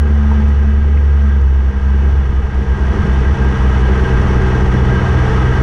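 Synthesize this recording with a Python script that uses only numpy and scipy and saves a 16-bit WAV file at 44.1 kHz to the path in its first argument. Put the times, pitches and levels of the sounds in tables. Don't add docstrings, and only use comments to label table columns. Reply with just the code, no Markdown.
import sys
import numpy as np
from scipy import signal
from scipy.fft import rfft, irfft
from scipy.io import wavfile
from scipy.ndimage import uniform_filter1d, minimum_filter1d

SR = 44100
rng = np.random.default_rng(int(sys.argv[2]) if len(sys.argv) > 2 else 0)


def wav_out(sig):
    wavfile.write(sys.argv[1], SR, np.round(np.clip(np.atleast_2d(sig).T, -1, 1) * 32767).astype(np.int16))


N = 247842


def undb(db):
    return 10 ** (np.asarray(db) / 20)


def unit(x):
    return x / np.sqrt(np.mean(x ** 2))


def curve(rows):
    times, values = np.transpose(rows)
    return np.interp(np.arange(N) / SR, times, values)


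def walk(rate_hz):
    hold = int(SR / rate_hz)
    steps = np.repeat(rng.standard_normal(N // hold + 1), hold)
    return unit(uniform_filter1d(uniform_filter1d(steps, hold), hold)[:N])


def colour(x, points):
    hz, db = np.transpose(points)
    f = np.maximum(np.arange(N // 2 + 1) * SR / N, 1)
    gain = undb(np.interp(np.log(f), np.log(hz), db))
    skirts = 1 / (1 + (hz[0] / f / 2) ** 2) / (1 + (f / hz[-1] / 2) ** 2)
    return unit(irfft(rfft(x) * gain * skirts, N))


def ring(x, hz, width_hz):
    return signal.lfilter(*signal.iirpeak(hz, hz / width_hz, fs=SR), x)


def body(x, modes):
    return unit(sum(undb(db) * ring(ring(x, hz, 2 * width), hz, 2 * width) for hz, width, db in modes))


def rumble_and_hum(ride_db):
    # (frequency [Hz], relative level [dB])
    spectrum = [(5, -13), (14, -3.5), (40, -5.5), (60, -0.5), (100, -9), (160, -14.5), (400, -38)]
    swell_db = 2 * walk(5.8)
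    return undb(-2.5 + 0.65 * ride_db + swell_db) * colour(rng.standard_normal(N), spectrum)


def tyres():
    # (frequency [Hz], relative level [dB])
    spectrum = [(300, -10), (900, 6), (2000, -5.5), (4000, -20.5), (6000, -18), (7500, -26.5),
                (8900, -26.5), (10000, -34.5), (12000, -42.5), (14200, -74)]
    hits = rng.random(N) < 4000 / SR
    grains = hits * rng.standard_normal(N) * undb(1.4 * rng.exponential(size=N))
    return undb(-9.5) * colour(grains * undb(0.33 * walk(16)), spectrum)


def knock(at_s, db, hz, width_hz, decay_s):
    age = np.arange(N) / SR - at_s
    fade = (age >= 0) * np.exp(-np.abs(age) / decay_s)
    ringing = body(fade * rng.standard_normal(N), [(hz, width_hz, 0)])
    return undb(db) * np.sqrt(np.mean(fade ** 2)) * ringing


def stones():
    # (time [s], level [dB], frequency [Hz], decay time [s])
    strikes = [(0.315, -16.5, 920, .004), (0.482, -56, 8000, .008), (0.553, -60, 9000, .003),
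               (0.972, -34, 2200, .012), (1.415, -51, 6000, .008)]
    return sum(knock(at_s, db, hz, 0.16 * hz, decay_s) for at_s, db, hz, decay_s in strikes)


def thump():
    return knock(at_s=3.02, db=-16, hz=130, width_hz=45, decay_s=0.087)


def clatter(firings, firing_hz):
    # (frequency [Hz], relative level [dB])
    rush_spectrum = [(150, -8.5), (270, -3.5), (460, 9.5), (545, -4.5), (900, 1.5), (1200, -1), (1950, -7),
                     (2300, -19), (3300, -15.5), (3900, -26.5), (5050, -31), (5900, -27.5), (7300, -41.5),
                     (13000, -69.5)]
    # (frequency [Hz], nominal bandwidth [Hz], relative level [dB])
    panel_modes = [(666, 43, -4), (820, 75, -4), (1268.5, 32.3, 0), (1413, 100, -8), (1593, 37.5, 3.5),
                   (1910, 99, -5.5), (2190, 23, -7.5), (2264, 35, -11), (2583, 40, -10.5), (2938, 102, -13),
                   (3440, 110, -18.5), (4010, 100, -26.5), (4396, 71, -24.5), (4686, 31, -26.5),
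                   (5706, 400, -25.5), (7380, 84, -40), (8730, 240, -39)]
    resonant_hz, resonant_width_hz = 70.1, 1.3
    ringing_db = -3.5 + 2.5 * np.exp(-((firing_hz - resonant_hz) / resonant_width_hz) ** 2)
    beat = 1 + 0.082 * np.cos(2 * np.pi * firings)
    shake = beat * undb(0.15 * walk(60) + 0.27 * walk(8.0))
    rush = colour(shake * rng.standard_normal(N), rush_spectrum)
    panels = body(shake * rng.standard_normal(N), panel_modes)
    return undb(-1.0) * rush + undb(ringing_db) * panels


def burble(firings):
    # (frequency [Hz], nominal bandwidth [Hz], relative level [dB])
    pipe_modes = [(75.1, 10.3, 1.5), (106, 22, -11), (206.9, 12.2, -3.5), (297, 21.4, -10.5),
                  (384, 22.5, -10), (459.6, 34.6, -15.5)]
    fired = np.diff(np.floor(firings), prepend=0)
    return undb(3.0) * body(fired * rng.standard_normal(N), pipe_modes)


def partial(turns, flutter_db, wobble_rad):
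    angle = 2 * np.pi * turns + wobble_rad * walk(18)
    return np.sqrt(2) * np.cos(angle) * undb(flutter_db * walk(22))


def lope(firings):
    # (multiple of the four-stroke cycle rate, relative level [dB])
    orders = [(2, -6.5), (4, 1), (5, -10.5), (10, -11), (12, -16.5), (14, -21), (15, -13), (16, -15),
              (17, -20.5), (18, -12.5), (19, -17.5), (21, -11)]
    cycles = firings / 3
    partials = sum(undb(db) * partial(order * cycles + rng.random(), flutter_db=3.0, wobble_rad=0.28)
                   for order, db in orders)
    return partials + undb(2.5) * ring(partials, hz=381, width_hz=7.8)


def exhaust(firings, firing_hz, ride_db):
    # (firing rate [Hz], phase wobble [rad], mean depth of dips [dB])
    stumble = [(65, .45, 4), (67, .3, 2.5), (67.2, .14, 1.0), (70, .05, 0.6)]
    # (time [s], depth [dB])
    dropouts = [(.52, 1.5), (1.8, 7), (2.25, 5.5), (2.419, 10), (2.63, 6), (2.78, 24), (2.96, 13),
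                (3.04, 14), (3.36, 15), (3.55, 9)]
    # (time [s], level [dB])
    third_levels = [(0, -25), (.39, -17.5), (.55, -27.5), (.7, -21), (1.06, -36), (1.27, -23), (1.5, -32.5),
                    (1.85, -26.5), (2.43, -34), (2.7, -27), (4.86, -22), (5.62, -26)]
    knee_hz, dropout_half_s = 64.07, 0.023
    t = np.arange(N) / SR
    at_hz, wobble_rad, depth_db = np.transpose(stumble)
    dips_db = np.interp(firing_hz, at_hz, depth_db) * walk(30) ** 2
    dropout_db = sum(db * np.exp(-((t - at_s) / dropout_half_s) ** 2) for at_s, db in dropouts)
    boom = partial(firings, flutter_db=0.1, wobble_rad=np.interp(firing_hz, at_hz, wobble_rad))
    second = partial(2 * firings - 1 / 4, flutter_db=1.7, wobble_rad=0.13)
    third = partial(3 * firings, flutter_db=1.2, wobble_rad=0.1)
    sag_hz = np.maximum(knee_hz - firing_hz, 0)
    boom_db = -9 - 3 * sag_hz - dips_db - dropout_db
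    second_db = ride_db + 3.5 + 2.5 * sag_hz
    return undb(boom_db) * boom + undb(second_db) * second + undb(curve(third_levels)) * third


def scene():
    # (time [s], firing rate [Hz])
    speed = [(0, 72.18), (.55, 70.43), (.95, 71.44), (1.29, 69.56), (1.62, 66.06), (2.13, 68.77),
             (2.33, 65.6), (3.26, 65.19), (3.72, 64.16), (5.07, 62.23), (5.38, 63), (5.62, 62.66)]
    # (time [s], level [dB])
    ride = [(0, -33), (.35, -31), (.6, -34), (1.55, -34.5), (2.1, -32), (2.4, -33), (3.05, -27), (4.2, -24),
            (5.62, -23)]
    firing_hz, ride_db = curve(speed), curve(ride)
    firings = np.cumsum(firing_hz) / SR
    machine_and_road = lope(firings) + burble(firings) + clatter(firings, firing_hz) + tyres()
    motorcycle = exhaust(firings, firing_hz, ride_db) + undb(ride_db) * machine_and_road
    return (motorcycle + rumble_and_hum(ride_db) + stones() + thump())[None]


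def record(dry):
    ceiling_db, top_hz = -1.8, 15700
    reach = int(0.017 * SR)
    driven = undb(0.33) * dry
    allowed_gain = 1 / (1 + (np.abs(driven) / undb(ceiling_db)) ** 6) ** (1 / 6)
    gain = uniform_filter1d(minimum_filter1d(allowed_gain, reach), reach)
    low_pass = signal.ellip(8, 0.2, 70, top_hz, fs=SR, output="sos")
    return signal.sosfilt(low_pass, driven * gain)


dry = scene()
out = record(dry)
wav_out(out)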